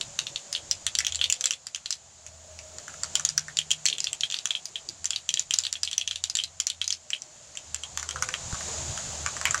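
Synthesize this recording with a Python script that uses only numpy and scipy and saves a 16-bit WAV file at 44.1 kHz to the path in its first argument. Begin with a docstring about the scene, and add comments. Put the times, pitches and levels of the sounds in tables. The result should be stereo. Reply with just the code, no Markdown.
"""Spray-paint can shaken beside a parked truck.

The mixing ball knocks the steel wall and domed ends, bounces and scrapes on. Ground and truck throw
each click back. Leaf hiss, far rumble and wavering hums fill the pauses. Two microphone ports a hand
apart hear it: the left one later, louder and with a sharp treble resonance."""
import sys
import numpy as np
from scipy import signal
from scipy.fft import rfft, irfft
from scipy.io import wavfile
from scipy.ndimage import uniform_filter1d

SR = 44100
rng = np.random.default_rng(int(sys.argv[2]) if len(sys.argv) > 2 else 0)


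def generate_wav(signal):
    """Clip the signal to [-1, 1] and save it as 16-bit WAV at the path in sys.argv[1]."""
    frames = np.transpose(np.atleast_2d(signal))
    scaled = np.clip(frames, -1, 1) * 32767
    pcm = np.round(scaled).astype(np.int16)
    wavfile.write(sys.argv[1], SR, pcm)


N = 423360

# leaf hiss spectrum: f/Hz, relative density/dB
HISS_SPECTRUM = [(60, -15), (200, -2.5), (350, -20), (650, 1), (1020, -6.5), (2290, -9), (5650, -3.5),
                 (7060, 6.5), (9000, -17), (16500, -61)]
# far rumble spectrum: f/Hz, relative density/dB
RUMBLE_SPECTRUM = [(30, -28), (55, -29), (80, -14), (120, -6), (200, -31), (350, -18), (1000, -23),
                   (3000, -63)]
# background swell: t/s, hiss level/dB
SWELL = [(0, -40), (1.45, -42.5), (1.56, -48.5), (2.3, -46.5), (3.15, -38), (3.3, -42), (7.0, -47.5),
         (8.15, -38.5), (8.7, -29), (9.6, -33.5)]
# passing hums: start/s, end/s, f/Hz, level/dB
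HUMS = [(.58, 1.36, 80, -47), (1.6, 4.06, 80.7, -55), (4.6, 7.21, 83.6, -59), (7.4, 14, 77.8, -45),
        (2.9, 3.92, 153, -54), (-.2, 0.96, 570, -52), (1.1, 1.65, 522, -51), (3.5, 5.2, 657, -57),
        (2.15, 3.3, 626, -45), (6.9, 7.9, 612, -55), (8.1, 8.51, 514, -48), (8.6, 10.4, 619, -44)]
# hand bumps: t/s, level/dB
THUMPS = [(8.531, -16)]
# ground and truck reflections: delay/s, level/dB
ECHOES = [(.0033, -14), (.0165, -21)]
# diffuse tail decay: f/Hz, t60/s
TAIL_DECAY = [(1200, 0.16), (3200, 0.11), (13000, 0.013)]
# ball on steel: t/s, wall level/dB, wall f/Hz, clink level/dB
KNOCKS = [(0.011, -14, 3730, -16), (0.1894, -9.5, 3780, -7), (0.2677, -17, 3580, -21.5),
          (0.359, -13.5, 3620, -18), (0.5274, -15, 5100, -9.5), (0.5498, -12.5, 3700, -38),
          (0.561, -19, 3230, -20.5), (0.7114, -11, 5020, -9.5), (0.8656, -12, 3640, -4),
          (0.8762, -20, 3360, -26), (0.9517, -12, 3820, -9.5), (0.9873, -18.5, 3380, -1),
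          (1.0044, -17.5, 2170, -17), (1.0476, -18.5, 3360, -14), (1.0665, -12, 3370, -9.5),
          (1.122, -17.5, 3300, -19.5), (1.1465, -19, 3700, -20), (1.156, -22, 4020, -17.5),
          (1.191, -22.5, 3120, -30), (1.213, -7, 3480, -23), (1.2407, -7.5, 3600, -14),
          (1.2992, -15, 2940, -6.5), (1.3241, -15.5, 3370, -6), (1.409, -25, 3940, -14),
          (1.4405, -12, 3400, -7.5), (1.4563, -17, 3900, -7.5), (1.469, -19, 3950, -20),
          (1.5076, -14.5, 3050, -7.5), (1.5176, -29, 3230, -16), (1.5348, -21.5, 3470, -27),
          (1.6682, -24, 4820, -15), (1.7468, -22, 3150, -14), (1.7591, -28, 3540, -17),
          (1.8582, -18, 4120, -22.5), (1.9058, -11.5, 5180, -9), (1.9256, -18, 4070, -17),
          (2.2644, -46, 2200, -21), (2.589, -29.5, 2290, -23.5), (2.7836, -34, 4500, -22),
          (2.88, -29, 1680, -23), (2.9392, -34.5, 1420, -29), (3.0338, -19.5, 4600, -12),
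          (3.1537, -12, 3130, -5.5), (3.1959, -24.5, 1390, -10), (3.2499, -14.5, 3770, -5),
          (3.2892, -16, 4840, -10.5), (3.3776, -21, 1600, -4), (3.482, -27, 1820, -25),
          (3.5698, -14, 3700, -10.5), (3.5876, -8, 3140, -9.5), (3.706, -15, 3200, -11),
          (3.7136, -7, 3200, -4), (3.8553, -16, 2360, -6.5), (3.8623, -9, 4240, -6.5),
          (3.8849, -14, 3180, -9), (3.8987, -15.5, 3640, -21), (3.927, -13.5, 3440, -41),
          (3.9823, -20, 3320, -16), (4.0032, -15.5, 5150, -15), (4.0421, -14.5, 4950, -11.5),
          (4.0696, -13, 3500, -22), (4.1298, -24, 3140, -14.5), (4.2076, -16.5, 3650, -11.5),
          (4.234, -8.5, 3250, -23), (4.3002, -20.5, 3600, -25), (4.3118, -29, 2530, -20.5),
          (4.3224, -19, 3420, -21), (4.3415, -10.5, 3660, -19), (4.3662, -22, 4840, -26),
          (4.3874, -19, 3830, -19.5), (4.4555, -18, 3350, -4.5), (4.5062, -9.5, 3340, -21),
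          (4.5507, -13, 3290, -43), (4.6548, -20, 4960, -15.5), (4.7562, -15.5, 3260, -25),
          (4.8883, -20, 4800, -20), (5.0434, -32, 2380, -15), (5.0554, -27, 3320, -10.5),
          (5.1055, -20, 3350, -9.5), (5.132, -18, 3320, -40), (5.1603, -11.5, 3820, -18.5),
          (5.2902, -12.5, 3260, -10), (5.3398, -13.5, 3840, -7.5), (5.3723, -14, 3260, -25),
          (5.3944, -20, 3820, -9.5), (5.508, -11.5, 3200, -12), (5.5373, -16, 3750, -11),
          (5.54, -16, 3970, -8), (5.5862, -7.5, 5100, -4.5), (5.6361, -17, 3770, -18),
          (5.6508, -14.5, 3970, -23), (5.6664, -14.5, 3670, -20), (5.727, -22, 3750, -5.5),
          (5.754, -21, 3430, -40), (5.8321, -10, 5000, -6), (5.8495, -20, 4200, -20),
          (5.8747, -17, 3360, -22), (5.9126, -22, 3180, -19), (5.9297, -17, 3520, -18),
          (5.9796, -17, 3300, -9), (6.0121, -15, 3320, -26), (6.0756, -15.5, 3400, -14.5),
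          (6.1103, -13, 3310, -19), (6.158, -16.5, 3680, -20), (6.2388, -14, 3800, -8),
          (6.2982, -15, 5080, -16), (6.352, -12.5, 3790, -10), (6.3696, -20, 3740, -11.5),
          (6.3877, -11.5, 3210, -26), (6.4367, -14.5, 4040, -16), (6.6005, -19, 3120, -3.5),
          (6.6685, -19.5, 4330, -7), (6.7001, -13.5, 3660, -11), (6.8148, -10.5, 3270, -21),
          (6.842, -22, 4040, -22.5), (6.8775, -14.5, 5000, -12.5), (6.9045, -17.5, 3350, -9),
          (6.9247, -10, 5290, -31), (7.1031, -27, 2520, -17), (7.132, -11.5, 3160, -25),
          (7.2193, -32, 5000, -26), (7.553, -35, 2020, -29), (7.5716, -22.5, 3060, -21.5),
          (7.7446, -28, 3500, -15.5), (7.835, -23.5, 3210, -21.5), (7.974, -25, 3560, -7),
          (7.9963, -45, 3660, -24), (8.0282, -31, 1800, -15.5), (8.0895, -23, 3100, -16),
          (8.1088, -23.5, 3230, -18), (8.1586, -21.5, 1310, -22.5), (8.2235, -17, 2000, -5.5),
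          (8.288, -26.5, 2270, -13), (8.3394, -17.5, 3210, -18.5), (8.526, -29, 1550, -23),
          (8.544, -25, 1240, -22.5), (8.608, -22, 1240, -24), (8.9755, -26.5, 3140, -19.5),
          (9.2616, -16, 2210, -14), (9.366, -27, 1970, -18.5), (9.413, -32, 4070, -16),
          (9.4537, -5, 2440, -11.5), (9.4728, -37, 2250, -20.5), (9.5082, -24.5, 2510, -17),
          (9.5443, -19.5, 1530, -12), (9.5777, -31, 1760, -22)]
# wall modes, damped by paint and hand: ratio to wall f, level/dB, t60/s
WALL_MODES = [(0.798, 5, 0.0045), (1, 12, 0.007), (1.2, 3, 0.0091)]
# bright clink modes: f/Hz, level/dB, t60/s
CLINK_MODES = [(5320, 3.5, 0.002), (5905, 6.5, 0.004), (7058, 9.5, 0.0051), (7960, -0.5, 0.0023),
               (10980, -24.5, 0.0093), (13000, -28, 0.003)]
# hollow modes of the domed end: ratio to dome f, level/dB, t60/s
DOME_MODES = [(.75, 14.5, 0.0017), (1.02, 5.5, 0.0093), (1.351, 14, 0.0032)]
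# dome tone, set by tilt and where the paint lies: t/s, dome f/Hz, level re knock/dB
DOME_TILT = [(2.6, 2050, -19.5), (2.9, 1400, -6.5), (3.5, 1730, -29.5), (3.9, 1870, -24), (7.2, 1805, -25),
             (8.1, 1390, -11.5), (9.5, 1170, -6.5)]
# left port's gain over the right: f/Hz, level/dB
LEFT_EXCESS = [(30, 5), (150, 2.5), (300, 8), (3300, 8.5), (5500, 11), (7200, 16), (8800, 0), (11000, -5),
               (15000, -6)]


def gain_of(db):
    """Decibels to gain."""
    return 10 ** (np.asarray(db) / 20)


def unit_rms(x):
    """Scales to rms 1."""
    return x / np.sqrt(np.mean(x ** 2) + 1e-20)


def at_hz(table, hz):
    """Spectrum table interpolated over log frequency."""
    f, value = np.transpose(table)
    return np.interp(np.log(hz + 1), np.log(f + 1), value)


def follow(table, column):
    """One column of a time table at every sample."""
    rows = np.array(table)
    return np.interp(np.arange(N) / SR, rows[:, 0], rows[:, column])


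def patchy_noise(spectrum, coherence, patchy_db):
    """Stereo noise, rms 1, uneven over time and frequency."""
    frames, hz = N // 256 + 5, np.fft.rfftfreq(1024, 1 / SR)
    a, b, c, d, patches = rng.standard_normal((frames, 513, 5)).T
    patches = unit_rms(uniform_filter1d(uniform_filter1d(patches, size=8, axis=0), size=14, axis=1))
    left = a + 1j * b
    right = coherence * left + np.sqrt(1 - coherence ** 2) * (c + 1j * d)
    bins = np.array([left, right]) * gain_of(at_hz(spectrum, hz)[:, None] + patchy_db * patches)
    return unit_rms(signal.istft(bins, nperseg=1024, noverlap=768)[1][:, :N])


def leaves_and_rumble():
    """Leaf hiss and far rumble under one background level that rises and falls; the rumble follows it more
    steeply."""
    hiss_db = follow(SWELL, 1)
    rumble_db = 4.5 + 1.425 * hiss_db
    hiss = gain_of(hiss_db) * patchy_noise(HISS_SPECTRUM, coherence=.1, patchy_db=.6)
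    return hiss + gain_of(rumble_db) * patchy_noise(RUMBLE_SPECTRUM, coherence=.3, patchy_db=4.5)


def hums():
    """Tones that waver at random, each fading in and out."""
    t, out = np.arange(N) / SR, np.zeros(N)
    for start_s, end_s, hz, db in HUMS:
        width_hz = hz / 40
        white = rng.standard_normal((N, 2)) @ [1, 1j]
        waver = signal.lfilter([1], [1, -np.exp(-np.pi * width_hz / SR)], white)
        tone = unit_rms((waver * np.exp(2j * np.pi * hz * t)).real)
        fade = np.sin(np.pi * np.clip((t - start_s) / (end_s - start_s), 0, 1)) ** .7
        out += gain_of(db) * fade * tone
    return out


def hand_thump(hz=110, t60_s=.027):
    """A hand bumps something soft: one damped low tone."""
    out = np.zeros(N)
    for start_s, db in THUMPS:
        age_s = np.maximum(np.arange(N) / SR - start_s, 0)
        out += gain_of(db - 60 * age_s / t60_s) * np.sin(2 * np.pi * hz * age_s)
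    return out


def yard(direct, tail_db=-13, build_s=.006, turn_hz=3.1):
    """Adds echoes and a short diffuse tail; three responses take turns as the can moves."""
    reflected, size = np.zeros((2, N)), 8000
    for k in range(3):
        hz, t, bins = signal.stft(rng.standard_normal((2, size)), SR, nperseg=128)
        decay = gain_of(-60 * t / at_hz(TAIL_DECAY, hz)[:, None])
        response = signal.istft(bins * decay, SR, nperseg=128)[1][:, :size]
        response *= gain_of(tail_db) / np.linalg.norm(response[0])
        response *= np.minimum(np.arange(size) / SR / build_s, 1)
        for delay_s, db in ECHOES:
            response[:, round(delay_s * SR * rng.uniform(.9, 1.1))] += gain_of(db) * rng.choice([-1, 1])
        turn = np.sqrt(2 / 3) * np.cos(2 * np.pi * (np.arange(N) / SR * turn_hz + k / 3))
        reflected += signal.oaconvolve(turn * direct, response, axes=1)[:, :N]
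    return direct + reflected


def ball_scrape(knocks, roll_s=.0089, ticks_per_s=3500):
    """The ball scrapes on after each knock: gritty ticks under the knocks' envelope."""
    pole = np.exp(-1 / (roll_s * SR))
    motion = signal.lfilter([1 - pole], [1, -pole], np.abs(knocks[0]))
    ticks = gain_of(3.6 * rng.exponential(1, (2, N)).clip(0, 5))
    ticks *= rng.random((2, N)) < ticks_per_s / SR
    ticks *= rng.choice([-1, 1], (2, N))
    return signal.sosfilt(signal.butter(4, [2300, 7800], "band", fs=SR, output="sos"), motion ** .8 * ticks)


def ball_bounces(hz, count=16, spread_db=13, fade_db_per_s=420, db_per_octave=3):
    """Impulses per mode: small bounces land on other spots, weaker as the ball slows."""
    when, softness = rng.random((2, count))
    spot_loss = rng.random((len(hz), count)) ** .5
    delay_s = .0025 + .045 * when ** 1.3
    level_db = -3.5 - spread_db * (spot_loss + softness) - fade_db_per_s * delay_s
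    impulses = np.zeros((len(hz), 4000))
    impulses[:, (delay_s * SR).astype(int)] = gain_of(level_db)
    octaves_below = -np.log2(np.minimum(hz / 6000, 1))
    return impulses * gain_of(db_per_octave * octaves_below)  # lower modes stronger


def ball_knock(hz, db, t60_s, spot_db=2.8, side_db=3):
    """One blow and its bounces ring the modes. Paint shifts pitch; spot and side heard shift level."""
    t = np.arange(700) / SR
    scatter = rng.standard_normal((4, len(hz), 1))
    scatter[:3, :len(WALL_MODES)] = 0  # wall modes scatter only at the right port
    slosh, spot, side = scatter[0], scatter[1], scatter[2:]
    hz = hz * (1 + .04 * slosh)
    bounces = ball_bounces(hz)
    phase = 2 * np.pi * rng.random((len(hz), 1))
    contact = 1 - np.exp(-(t / (.092 * t60_s)) ** 2)  # ball presses in; long rings swell more slowly
    rings = contact * gain_of(db + spot_db * spot - 60 * t / t60_s) * np.sin(2 * np.pi * hz * t + phase)
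    out = np.zeros((2, bounces.shape[1]))
    out[:, :len(t)] = (gain_of(side_db * side) * rings).sum(1)
    return out + signal.fftconvolve(bounces, rings, axes=1)[:, :out.shape[1]].sum(0)


def spray_can(scrape_db=-1.5, low_cut_hz=900):
    """Knocks and scrape of the mixing ball; the small can radiates little bass."""
    knocks = np.zeros((2, N + SR))
    dome_hz, dome_db = follow(DOME_TILT, 1), follow(DOME_TILT, 2)
    counts = [len(WALL_MODES), len(CLINK_MODES), len(DOME_MODES)]
    pitch, mode_db, t60_s = np.transpose(WALL_MODES + CLINK_MODES + DOME_MODES)[:, :, None]
    for start_s, wall_db, wall_hz, clink_db in KNOCKS:
        at = round(start_s * SR)
        scale = np.repeat([wall_hz, 1, dome_hz[at]], counts)[:, None]
        drive_db = np.repeat([wall_db, clink_db, dome_db[at] + max(wall_db, clink_db)], counts)[:, None]
        knock = ball_knock(pitch * scale, mode_db + drive_db, t60_s)
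        knocks[:, at:at + knock.shape[1]] += knock
    knocks = knocks[:, :N]
    low_cut = signal.butter(4, low_cut_hz, "high", fs=SR, output="sos")
    return signal.sosfilt(low_cut, knocks + gain_of(scrape_db) * ball_scrape(knocks))


def scene():
    """The can in the yard over the background."""
    return yard(spray_can()) + leaves_and_rumble() + hums() + hand_thump()


def record(dry):
    """Left port late, right port weaker with a treble dip; then soft overload and band limit."""
    lag_samples, ceiling, edge_hz = 29, .9, 16000
    left = np.r_[np.zeros(lag_samples), dry[0, :-lag_samples]]
    right = irfft(rfft(dry[1]) / gain_of(at_hz(LEFT_EXCESS, np.fft.rfftfreq(N, 1 / SR))), N)
    ports = np.array([left, right])
    limited = ports / (1 + (ports / ceiling) ** 4) ** .25
    low_pass = signal.firwin(511, edge_hz, window=("kaiser", 9), fs=SR)
    return signal.oaconvolve(limited, low_pass[None], "same")


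dry = scene()
out = record(dry)
generate_wav(out)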